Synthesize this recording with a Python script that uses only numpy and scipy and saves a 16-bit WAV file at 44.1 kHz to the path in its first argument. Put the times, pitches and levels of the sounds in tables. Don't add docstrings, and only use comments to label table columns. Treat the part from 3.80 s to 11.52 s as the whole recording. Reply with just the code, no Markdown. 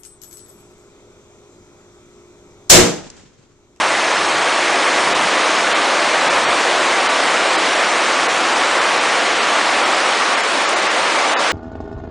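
import sys
import numpy as np
from scipy import signal
from scipy.fft import dct
from scipy.io import wavfile
from scipy.ndimage import uniform_filter1d

SR = 44100
rng = np.random.default_rng(int(sys.argv[2]) if len(sys.argv) > 2 else 0)


def int16_out(signal):
    q = np.round(np.clip(np.atleast_2d(signal).T, -1, 1) * 32767)
    wavfile.write(sys.argv[1], SR, q.astype(np.int16))


def natural_amplitude(level_db):
    exponent = np.asarray(level_db, float) / 20
    return 10 ** exponent


N = 340452

# time_s, level_db
DOWNPOUR = [(0, -16), (.54, -16.8), (.95, -15.5), (4.1, -15.5), (4.4, -16), (6.1, -15.5), (6.5, -16),
            (7.0, -16.5), (7.72, -16)]
# freq_hz, density_db
ROAR_SPECTRUM = [(88, -47.5), (150, -22.5), (342, -3.5), (436, -6), (532, -0.5), (1130, -1), (2270, -4.5),
                 (4500, -16.5), (5850, -47), (9900, -120)]
# freq_hz, width_hz, level_db
PANEL_MODES = [(337, 39, -18), (490, 40, -2), (692, 27, 10.5), (1014, 79, 7), (1139, 46, 18),
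               (1280, 90, -0.5), (1630, 37, 0.5), (2100, 52, -8)]
# freq_hz, density_db
SPRAY_SPECTRUM = [(1800, -22), (3000, -1), (4000, -2.5), (5300, -2.5), (7000, -6), (9400, -10.5),
                  (10300, -17)]
# centre_s, peak_db, pitch_hz
DRIPS = [
    (3.512, -24, 7000),
    (6.529, -23, 6000),
    (6.8795, -30, 8800),
    (6.8925, -15, 8800),
]
# freq_hz, density_db
WIND_SPECTRUM = [(20, -28.5), (45, -22), (65, -4.5), (110, -11.5), (150, -1), (210, -2), (320, -21.5)]
# time_s, level_db
WIND_LEVEL = [(0, -48), (2.6, -49.5), (3.1, -49), (7.4, -53), (7.72, -56)]
# centre_s, peak_db, half_length_s
GUSTS = [(0, -40, .04), (.13, -43, 0.046), (.41, -37, .07), (.58, -39, 0.044), (1.18, -41, .04),
         (1.3, -34, .08), (1.46, -33, 0.043), (1.89, -44, .1), (2.47, -40, .03), (2.56, -38, .04),
         (2.69, -33, .06), (3.48, -45, .06), (3.88, -43, 0.027)]
# centre_s, length_s, lowest_touched_hz, highest_survivor_hz, rest_db
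THINNED_FRAMES = [(.113, .032, 8300, 10000, -14), (1.341, .029, 3300, 4500, -20),
                  (1.772, .03, 5200, 10500, -12), (1.94, .029, 2000, 5300, -20),
                  (2.492, .027, 2800, 4200, -22), (2.668, .052, 3900, 9000, -32),
                  (3.283, .028, 2800, 5000, -22), (3.771, .03, 2700, 5800, -21),
                  (4.478, .029, 2500, 4300, -21), (4.746, .036, 3800, 10000, -20),
                  (5.003, .034, 3000, 10000, -20), (5.196, .036, 5000, 8800, -15),
                  (5.6, .034, 4500, 10000, -20), (6.048, .032, 4500, 10000, -18),
                  (6.561, .038, 4500, 9000, -22), (6.624, .034, 3200, 8800, -17),
                  (6.86, .036, 5000, 9500, -18), (6.876, .04, 8000, 8000, -20),
                  (6.951, .036, 3200, 7600, -20), (7.008, .034, 4800, 10000, -20),
                  (7.088, .046, 3500, 9600, -20), (7.556, .046, 2100, 3900, -45),
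                  (7.58, .04, 2300, 7000, -20)]
# centre_s, low_hz
SPLIT_BANDS = [(.18, 4670), (.385, 5170), (.385, 6250), (.688, 8200), (1.617, 4400), (1.804, 4670),
               (1.92, 8200), (2.408, 6300), (2.544, 8200), (2.921, 6900), (3.432, 4670), (3.478, 6300),
               (3.823, 4240), (3.868, 4450), (4.106, 5680), (4.263, 5680), (5.64, 4670), (7.494, 5680),
               (7.678, 4240)]

EDGE_HZ = 10130


def evened(x):
    return x / np.sqrt(np.mean(x ** 2) + 1e-20)


def curve(rows):
    return np.interp(np.arange(N) / SR, *np.transpose(rows))


def read_spectrum(points, hz):
    f, db = np.transpose(points)
    return np.interp(np.log(hz + 1), np.log(f + 1), db)


def add(mix, centre_s, sound):
    start = round(centre_s * SR) - len(sound) // 2
    part = mix[start:start + len(sound)]
    part += sound[:len(part)]


def drops(per_s, spread_db):
    size = natural_amplitude(spread_db * np.minimum(rng.exponential(1, N), 5))
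    sign = rng.choice([-1., 1.], N)
    lands = rng.random(N) < per_s / SR
    return evened(size * sign * lands)


def coloured(x, spectrum, patchy_db):
    hz, _, z = signal.stft(x, SR, nperseg=1024, noverlap=768)
    patches = rng.standard_normal(z.shape)
    patches = uniform_filter1d(patches, size=12, axis=0)
    patches = evened(uniform_filter1d(patches, size=12, axis=1))
    z = z * natural_amplitude(read_spectrum(spectrum, hz)[:, None] + patchy_db * patches)
    return evened(signal.istft(z, SR, nperseg=1024, noverlap=768)[1][:N])


def roof():
    t = np.arange(2048) / SR
    ring = np.zeros(len(t))
    for hz, width_hz, db in PANEL_MODES:
        decay = np.exp(-np.pi * width_hz * t)
        ring += natural_amplitude(db) * np.sqrt(width_hz) * decay * np.sin(2 * np.pi * hz * t)
    panels = signal.oaconvolve(drops(2500, spread_db=-0.5), ring)[:N]
    no_bass = signal.butter(N=4, Wn=280, btype="high", fs=SR, output="sos")
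    panels = evened(signal.sosfilt(no_bass, panels))
    blur = .35 * drops(3000, spread_db=3.5) + rng.standard_normal(N)
    return evened(coloured(blur, ROAR_SPECTRUM, patchy_db=0.55) + natural_amplitude(-14) * panels)


def runoff():
    spray = .45 * drops(1500, spread_db=-0.5) + rng.standard_normal(N)
    return coloured(spray, SPRAY_SPECTRUM, patchy_db=1.0)


def drips():
    out = np.zeros(N)
    t = np.arange(-300, 300) / SR
    for centre_s, db, hz in DRIPS:
        tick = np.exp(-(t / .00038) ** 2) * np.cos(2 * np.pi * hz * t)
        add(out, centre_s, natural_amplitude(db) * tick)
    return out


def wind():
    flutter_db, flutter_s = 3.0, 0.046
    rumble = coloured(rng.standard_normal(N), WIND_SPECTRUM, patchy_db=0)
    t = np.arange(N) / SR
    knots = np.arange(0, 8, flutter_s)
    flutter = np.interp(t, knots, rng.standard_normal(len(knots)))
    level = natural_amplitude(curve(WIND_LEVEL) + flutter_db * flutter)
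    for centre_s, db, half_s in GUSTS:
        level = level + natural_amplitude(db) * np.exp(-((t - centre_s) / half_s) ** 2)
    return level * rumble


def scene():
    spray_db, spray_follows = -25, .5
    storm_db = curve(DOWNPOUR)
    spray_level_db = spray_db + spray_follows * (storm_db - storm_db.mean())
    mix = natural_amplitude(storm_db) * roof() + natural_amplitude(spray_level_db) * runoff() + wind()
    return np.tile(mix, (2, 1))


def ducked(x):
    duck_s, duck_db, attack_s, recovery_s = 6.59, -1, .005, 0.11
    since_s = np.arange(N) / SR - duck_s
    fall = np.clip(since_s / attack_s, 0, 1)
    recovery = np.exp(-np.maximum(since_s, 0) / recovery_s)
    return x * natural_amplitude(duck_db * fall * recovery)


def band_limited(x):
    low_cut = signal.butter(N=2, Wn=45, btype="high", fs=SR)
    high_cut = signal.firwin(2047, EDGE_HZ, window=("kaiser", 9), fs=SR)
    return signal.oaconvolve(signal.lfilter(*low_cut, x), high_cut, "same")


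def pitted(x):
    below_db, chance, hole_db, from_hz = -3.6, .5, -18, 4800
    bins, hops = 5, 3
    hz, _, z = signal.stft(x, SR, nperseg=384, noverlap=288)
    power = np.add.reduceat(abs(z) ** 2, np.arange(0, z.shape[0], bins), 0)
    power = np.add.reduceat(power, np.arange(0, z.shape[1], hops), 1)
    weak = power < natural_amplitude(below_db) ** 2 * power.mean(1, keepdims=True)
    sinks = weak & (rng.random(power.shape) < chance)
    band, block = np.arange(z.shape[0]) // bins, np.arange(z.shape[1]) // hops
    sinks = sinks[band][:, block] & (hz > from_hz)[:, None]
    z = z * np.where(sinks, natural_amplitude(hole_db), 1)
    return signal.istft(z, SR, nperseg=384, noverlap=288)[1][:N]


def frame(x, centre_s, length, fade, bend=0.9):
    n = np.arange(length)
    edge = np.clip(np.minimum(n, n[::-1]) / fade, 0, 1)
    taper = np.sin(np.pi / 2 * edge ** bend)
    start = round(centre_s * SR) - length // 2
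    block = np.pad(x, (0, length))[start:start + length]
    return dct(block * taper, norm="ortho"), n * SR / (2 * length), taper


def thinned(x):
    kept_share, kept_at_s, low_favour = .06, .032, .2
    out = x.copy()
    for centre_s, length_s, low_hz, top_hz, rest_db in THINNED_FRAMES:
        lines, hz, taper = frame(out, centre_s, round(length_s * SR), fade=720)
        around = uniform_filter1d(abs(lines), size=80)
        strength = abs(lines) / (abs(around) + 1e-9) / np.maximum(hz, low_hz) ** low_favour
        rivals = strength[(hz > low_hz) & (hz < EDGE_HZ)]
        bar = np.quantile(rivals, 1 - kept_share * kept_at_s / length_s)
        survives = (strength > bar) & (hz < top_hz)
        touched = (hz > low_hz) | (hz < 130)
        change = np.where(survives, .55, natural_amplitude(rest_db) - 1) * touched
        add(out, centre_s, taper * dct(lines * change, type=3, norm="ortho"))
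    return out


def split(x):
    span = 1.21
    side = np.zeros(N)
    for centre_s, low_hz in SPLIT_BANDS:
        lines, hz, taper = frame(x, centre_s, 2048, fade=900, bend=1.5)
        band = (hz > low_hz) & (hz < span * low_hz)
        strength = np.sqrt(abs(uniform_filter1d(lines ** 2, size=50)))
        noise = rng.standard_normal(2048) * strength
        add(side, centre_s, 1.1 * taper * dct(noise * band, type=3, norm="ortho"))
    return side


def top_cut(x):
    return signal.sosfilt(signal.butter(12, 10950, fs=SR, output="sos"), x)


def record(dry):
    mono = band_limited(ducked(dry[0]))
    mono = thinned(pitted(mono)) + drips()
    side = split(mono)
    return top_cut(np.array([mono + side, mono - side]))


dry = scene()
out = record(dry)
int16_out(out)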